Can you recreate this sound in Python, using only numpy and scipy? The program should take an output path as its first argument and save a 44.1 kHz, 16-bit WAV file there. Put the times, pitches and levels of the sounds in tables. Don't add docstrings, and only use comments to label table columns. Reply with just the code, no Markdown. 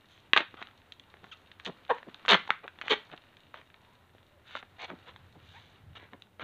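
import sys
import numpy as np
from scipy import signal
from scipy.fft import rfft, irfft, next_fast_len
from scipy.io import wavfile
from scipy.ndimage import map_coordinates

SR = 44100
rng = np.random.default_rng(int(sys.argv[2]) if len(sys.argv) > 2 else 0)


def master(y):
    cut = np.clip(np.atleast_2d(y).T, -1, 1)
    pcm = np.round(cut * 32767)
    wavfile.write(sys.argv[1], SR, pcm.astype(np.int16))


N = 283860

# start_s, level_db (peak before trim and echoes), ring_hz
SNAPS = [(0.334, -2, 2550), (0.364, -5, 1650), (0.3665, -6.5, 1600), (0.3751, -3, 2550),
         (0.3815, -11, 1400), (0.405, -18.5, 2020), (0.5419, -31, 970), (0.6169, -27, 1300),
         (0.6258, -24, 1900), (0.6712, -38, 3100), (0.922, -31.5, 3500), (0.9973, -38, 3500),
         (1.1407, -35, 1700), (1.2424, -33, 1300), (1.5161, -36.5, 2500), (1.599, -32, 2100),
         (1.6627, -22.5, 3000), (1.698, -30.5, 750), (1.984, -31.5, 1600), (2.0297, -33, 1610),
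         (2.0865, -36, 700), (2.1447, -32.5, 3700), (2.2513, -25.5, 1550), (2.2605, -27.5, 1450),
         (2.282, -9.5, 1860), (2.3095, -6.5, 1900), (2.3305, -5.5, 1800), (2.3473, -8.5, 1500),
         (2.4765, -28, 1600), (2.505, -4, 1870), (2.6789, -27.5, 1700), (2.7878, -33.5, 1700),
         (2.814, -22, 1915), (2.8204, -26.5, 2066), (2.8817, -16, 2100), (3.138, -31.5, 900),
         (3.177, -37.5, 2850), (3.3691, -40.5, 2637), (3.5425, -28.5, 1500), (3.6145, -37.5, 1950),
         (3.743, -38.5, 2520), (4.150, -52.5, 504), (4.553, -19.5, 1500), (4.569, -26.5, 1650),
         (4.6276, -32.5, 1810), (4.9021, -25, 1280), (5.1616, -34.5, 1700), (5.956, -38, 2000),
         (6.1337, -31.5, 1604), (6.2216, -37.5, 3400), (6.3965, -27.5, 1500), (6.4347, -18, 1725)]
# start_s, length_s, level_db (before the room), first_slips_per_s, first_ring_hz
CREAKS = [(0.361, .075, -36.5, 420, 2200), (1.228, .02, -52, 173, 500), (1.661, 0.047, -36, 229, 1110),
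          (2.067, .026, -44, 330, 560), (2.281, .062, -18.5, 520, 2700), (2.311, .052, -18.5, 235, 2300),
          (2.631, .034, -42, 500, 1430), (2.894, .054, -25.5, 448, 2700), (3.110, 0.044, -45, 189, 1750),
          (4.877, .056, -44.5, 410, 1930), (4.903, .055, -42.5, 215, 680), (5.35, 0.031, -51.5, 183, 620),
          (6.122, 0.035, -46.5, 247, 1020), (6.422, 0.038, -39.5, 149, 259)]
# start_s, length_s, level_db (before the room), first_pitch_hz, last_pitch_hz, ring_hz
SQUEAKS = [(1.313, 0.029, -50, 1710, 1140, 3000), (1.892, 0.03, -28.5, 770, 880, 1300),
           (1.896, .032, -23.5, 560, 430, 806), (2.491, 0.0094, -35, 923, 760, 1000),
           (2.898, .045, -27, 490, 419.6, 770), (3.780, 0.23, -71, 903, 1003, 1000),
           (4.293, 0.12, -69.5, 590, 579, 700), (5.071, 0.035, -51.5, 460, 520, 1200),
           (5.532, 0.063, -56, 712, 1066, 1790)]
# start_s, rise_s, fall_s, level_db (before the room), ring_hz
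RUBS = [(0.079, 0.033, .12, -67, 4010), (0.567, 0.0089, 0.069, -50, 1700),
        (1.229, 0.0085, 0.089, -65, 2940), (1.647, 0.0091, 0.034, -43.5, 3150),
        (1.930, 0.014, 0.069, -51, 1700), (2.826, 0.083, .025, -43, 1800), (3.534, .02, 0.069, -52, 1730),
        (4.440, .15, 0.023, -50.5, 2400), (4.782, 0.062, 0.018, -39.5, 2000),
        (5.060, 0.022, 0.042, -53.5, 2250), (5.400, .15, .24, -63.5, 3200), (5.951, 0.014, 0.02, -47, 1860),
        (5.975, 0.04, 0.08, -54, 1456), (6.392, 0.049, .02, -37, 1450)]
# time_s, level_db (before each layer's trim)
HAND_LEVELS = [(0.0, -65.5), (0.37, -64), (0.51, -62), (0.68, -61), (0.98, -64.5), (1.94, -61.5),
               (2.46, -55), (2.64, -66.5), (3.01, -55.5), (3.21, -63.5), (4.28, -67.5), (4.87, -63.5),
               (4.97, -59.5), (5.19, -64), (5.61, -62), (6.4, -72.5)]
# time_s, level_db (before trim)
RUMBLE_LEVELS = [(0.0, -70), (0.23, -66), (2.26, -72.5), (2.37, -59), (2.42, -72.5), (4.72, -65.5),
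                 (5.35, -58.5), (5.78, -62.5), (5.92, -48.5), (5.95, -61), (6.36, -69), (6.4, -64)]
# frequency_hz, relative_level_db (per Hz)
BRUSH_COLOUR = [(60, -30), (200, -3.5), (700, -4.5), (1600, -4.5), (2600, -9.5), (3800, -11), (4400, -18.5),
                (5200, -31), (6500, -30.5), (9000, -42.5)]
# frequency_hz, relative_level_db (per Hz)
RUMBLE_COLOUR = [(20, -30), (50, -23.5), (88, -2), (125, -11.5), (200, -22), (400, -38), (1000, -84.5)]
# frequency_hz, relative_level_db (per Hz)
STILL_ROOM_COLOUR = [(20, -3.5), (50, -6), (85, -1), (200, -1.5), (1000, -10), (2500, -20.5), (3800, -23),
                     (4400, -30), (5200, -34.5), (9000, -35)]
# frequency_hz, gain_db
MICROPHONE_COLOUR = [(40, -21), (180, -5), (550, -4), (1000, -3), (2600, 1), (3700, 9.5), (4250, 2.5),
                     (4700, -6.5), (5300, -10.5), (6300, 1), (7800, -8.5), (10000, -10.5), (15000, -21)]
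# frequency_hz, fade_s
ROOM_FADE = [(150, .27), (600, 0.14), (2000, 0.25), (4000, 0.24), (9000, 0.08)]
# frequency_hz, relative_level_db
ROOM_COLOUR = [(200, -5), (500, -2.5), (1200, -0.5), (3500, -3), (9000, -1)]

TOP_HZ = 15500

PUSH_DB, PUSH_AT_HZ, PUSH_DB_PER_OCTAVE, PUSH_DB_PER_SNAP_DB = -29.5, 1730, -13, -0.3
SNAP_DAMPING, DAMPING_PER_OCTAVE = 0.64, -0.1

CREAK_RISE, CREAK_ROUGH = 0.51, 0.56
CREAK_SLOWS, CREAK_DULLS = 0.68, 0.53
WALL_DB, WALL_AT_HZ, WALL_DB_PER_OCTAVE = -3, 1010, -3.5

SQUEAK_RISE, SQUEAK_WALL_DB = 0.53, 0.5
SQUEAK_ROUGH = 0.09

RUB_RATE, RUB_ROUGH, RUB_WALL_DB = 520, 0.88, -30

STRAY_COUNT, STRAY_DB, STRAY_SPREAD_DB, STRAY_HZ = 40, 16, 3, 2096


def slips(times, gains, ring_hz, damping, size=600):
    index = np.ceil(times * SR).astype(int)[:, None] + np.arange(size)
    turn = 2 * np.pi * ring_hz[:, None] * (index / SR - times[:, None])
    angle = np.arccos(np.clip(damping, 0.08, 0.9))
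    decay = np.exp(-turn * np.cos(angle))
    swing = turn ** 2 * decay * np.sin(3 * angle - turn * np.sin(angle))
    return np.bincount(index.ravel(), (gains[:, None] * swing).ravel())


def snaps(push_hz=480, push_spread_db=2, level_db=-1, chatter=0.53, chatter_s=0.0015, count=5):
    out = np.zeros(N)
    for start_s, db, ring_hz in SNAPS:
        octaves = np.log2(ring_hz / PUSH_AT_HZ)
        times = np.append(0, rng.exponential(chatter_s, count))
        sizes = np.append(1, chatter * rng.uniform(-0.76, 1, count))
        rings = ring_hz * np.exp(np.append(0, 0.44 * rng.standard_normal(count)))
        crack = slips(times, sizes, rings, SNAP_DAMPING + DAMPING_PER_OCTAVE * octaves)
        snap = crack / np.abs(crack).max()
        push = slips(np.zeros(1), np.ones(1), np.array([push_hz]), damping=0.9)
        push_db = PUSH_DB + PUSH_DB_PER_OCTAVE * octaves + PUSH_DB_PER_SNAP_DB * db
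        push_db += push_spread_db * rng.standard_normal()
        add(snap, 0, amp(push_db) * push / np.abs(push).max())
        in_tube = tube(snap, echo=0.23, reach_s=0.003983)
        add(out, start_s, amp(db + level_db) * room(in_tube, wet_db=-15.5))
    return out


def slip_run(rise, fall, rates, rings, rough, wall_db, scatter=0.2253, size_db=4, tear_db=0, count=6):
    t = np.arange(int((rise + fall) * SR)) / SR
    rough = np.clip(rough, 0, 1)
    rate = np.linspace(*rates, len(t)) * np.exp(0.04 * wobble(180, len(t)))
    cycles = np.cumsum(rate) / SR
    whole = np.arange(int(cycles[-1]) + 1)
    uneven = whole + scatter * rough * rng.standard_normal(len(whole))
    times = np.interp(uneven, cycles, t)
    ring_curve = np.geomspace(*rings, len(t))

    def ring_at(when, spread):
        vary = np.exp(spread * rng.uniform(-1.036, 1, len(when)))
        return ring_curve[(when * SR).astype(int)] * vary

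    sizes = amp(size_db * rough * rng.standard_normal(len(times)))
    main = slips(times, sizes, ring_at(times, spread=0.99 * rough), damping=0.72)

    delays = rng.exponential(0.45 / np.mean(rates), len(times) * count)
    late = np.minimum(np.repeat(times, count) + delays, t[-1])
    tear_sizes = amp(tear_db) * rough * rng.uniform(-1.49, 1.28, len(late))
    tears = slips(late, tear_sizes, ring_at(late, spread=0.6), damping=0.57)

    skin = np.zeros(len(t))
    add(skin, 0, main)
    add(skin, 0, tears)

    phase = 2 * np.pi * cycles
    wall = unit(np.sin(phase) + 0.34 * np.sin(2 * phase))
    in_tube = tube(skin, echo=0.28, reach_s=0.004)[:len(t)]
    voice = unit(in_tube) + amp(wall_db) * wall

    pressure = np.sin(np.interp(t, [0, rise, rise + fall], [0, np.pi / 2, np.pi]))
    return voice * np.abs(pressure) ** 0.84


def creaks():
    out = np.zeros(N)
    for start_s, length, db, rate, ring_hz in CREAKS:
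        wall_db = WALL_DB + WALL_DB_PER_OCTAVE * np.log2(ring_hz / WALL_AT_HZ)
        rates = (rate, rate * CREAK_SLOWS)
        rings = (ring_hz, ring_hz * CREAK_DULLS)
        run = slip_run(length * CREAK_RISE, length * (1 - CREAK_RISE), rates, rings,
                       CREAK_ROUGH, wall_db, scatter=0.26, size_db=5, tear_db=-2)
        add(out, start_s, amp(db) * room(run, wet_db=-14.0))
    return out


def squeaks():
    out = np.zeros(N)
    for start_s, length, db, first_hz, last_hz, ring_hz in SQUEAKS:
        rough = SQUEAK_ROUGH * ring_hz / first_hz
        run = slip_run(length * SQUEAK_RISE, length * (1 - SQUEAK_RISE), (first_hz, last_hz),
                       (ring_hz, ring_hz), rough, SQUEAK_WALL_DB)
        add(out, start_s, amp(db) * room(run, wet_db=-14.5))
    return out


def rubs():
    out = np.zeros(N)
    for start_s, rise, fall, db, ring_hz in RUBS:
        run = slip_run(rise, fall, (RUB_RATE, RUB_RATE), (ring_hz, ring_hz),
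                       RUB_ROUGH, RUB_WALL_DB, scatter=0.3, size_db=7, tear_db=-1.5)
        add(out, start_s, amp(db) * room(run, wet_db=-16.0))
    return out


def strays():
    out = np.zeros(N)
    busy_db = curve(HAND_LEVELS)
    for place, size, pitch in rng.uniform(0, 1, (STRAY_COUNT, 3)):
        ring_hz = STRAY_HZ * 2 ** (pitch - 0.5)
        tick = slips(np.zeros(1), np.ones(1), np.array([ring_hz]), SNAP_DAMPING)
        db = busy_db[int(place * N)] + STRAY_DB + STRAY_SPREAD_DB * (2 * size - 1)
        in_tube = tube(tick / np.abs(tick).max(), echo=0.38, reach_s=0.0039)
        add(out, place * N / SR, amp(db) * in_tube)
    return room(out, wet_db=-11)[:N]


def crackle(level_db=-6, spread_db=5.0, ring_hz=2400, count=900):
    times = rng.uniform(0, N / SR, count)
    sizes = amp(spread_db * np.minimum(rng.exponential(1, count), 3))
    rings = ring_hz * np.exp(0.62 * rng.standard_normal(count))
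    ticks = slips(times, sizes, rings, damping=0.57)
    in_tube = tube(ticks, echo=0.56, reach_s=0.0047)
    return room(in_tube, wet_db=-7.5)[:N] * amp(curve(HAND_LEVELS) + level_db)


def tube(x, echo, reach_s, count=9):
    delay = rng.uniform(0.072, 1, count)
    lags = np.append(0, delay * reach_s * SR).astype(int)
    gains = np.append(1, echo * rng.choice([-1, 1], count) * np.exp(-1.4 * delay))
    return np.convolve(x, np.bincount(lags, gains))


def room(x, wet_db, gap_s=0.006):
    hz, t, z = signal.stft(rng.standard_normal(SR // 3), SR, nperseg=256)
    fade_db = along(ROOM_COLOUR, hz)[:, None] - 60 * t / along(ROOM_FADE, hz)[:, None]
    tail = signal.istft(z * amp(fade_db), SR, nperseg=256)[1]
    tail = amp(wet_db) * tail / np.linalg.norm(tail)
    response = np.pad(tail, (int(gap_s * SR) + 1, 0))
    response[0] = 1
    return signal.fftconvolve(x, response)


def microphone(x, size=4096):
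    log_gain = np.log(amp(along(MICROPHONE_COLOUR, np.fft.rfftfreq(size, 1 / SR))))
    cepstrum = irfft(log_gain)
    fold = np.concatenate([[1], np.full(size // 2 - 1, 2), np.zeros(size // 2)])
    response = irfft(np.exp(rfft(cepstrum * fold)))
    return signal.fftconvolve(x, response)[:N]


def brushing(level_db=-3):
    return amp(curve(HAND_LEVELS) + level_db + 1.4 * wobble(19, N)) * noise(BRUSH_COLOUR)


def rumble(level_db=-1):
    return amp(curve(RUMBLE_LEVELS) + level_db) * noise(RUMBLE_COLOUR)


def still_room(level_db=-67):
    return amp(level_db) * noise(STILL_ROOM_COLOUR)


def hiss(level_db=-81):
    return amp(level_db) * rng.standard_normal(N)


def amp(db):
    return 10 ** (np.asarray(db) / 20)


def unit(x):
    return x / np.sqrt(np.mean(x ** 2) + 1e-20)


def along(points, hz):
    f, v = np.transpose(points)
    return np.interp(np.log(hz + 1), np.log(f + 1), v)


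def curve(rows):
    return np.interp(np.arange(N) / SR, *np.transpose(rows))


def wobble(rate, size):
    points = rng.standard_normal(int(size * rate / SR) + 4)
    return map_coordinates(points, [np.arange(size) * rate / SR])


def noise(colour):
    gain = amp(along(colour, np.fft.rfftfreq(N, 1 / SR)))
    return unit(irfft(rfft(rng.standard_normal(N)) * gain, N))


def add(track, start_s, x):
    part = track[max(round(start_s * SR), 0):][:len(x)]
    part += x[:len(part)]


def scene():
    balloon = snaps() + strays() + creaks() + squeaks() + rubs() + crackle()
    background = brushing() + rumble() + still_room() + hiss()
    return (microphone(balloon) + background)[None]


def record(dry):
    size = next_fast_len(N + SR // 2)
    keep = np.fft.rfftfreq(size, 1 / SR) < TOP_HZ
    return irfft(rfft(dry, size) * keep, size)[:, :N]


dry = scene()
out = record(dry)
master(out)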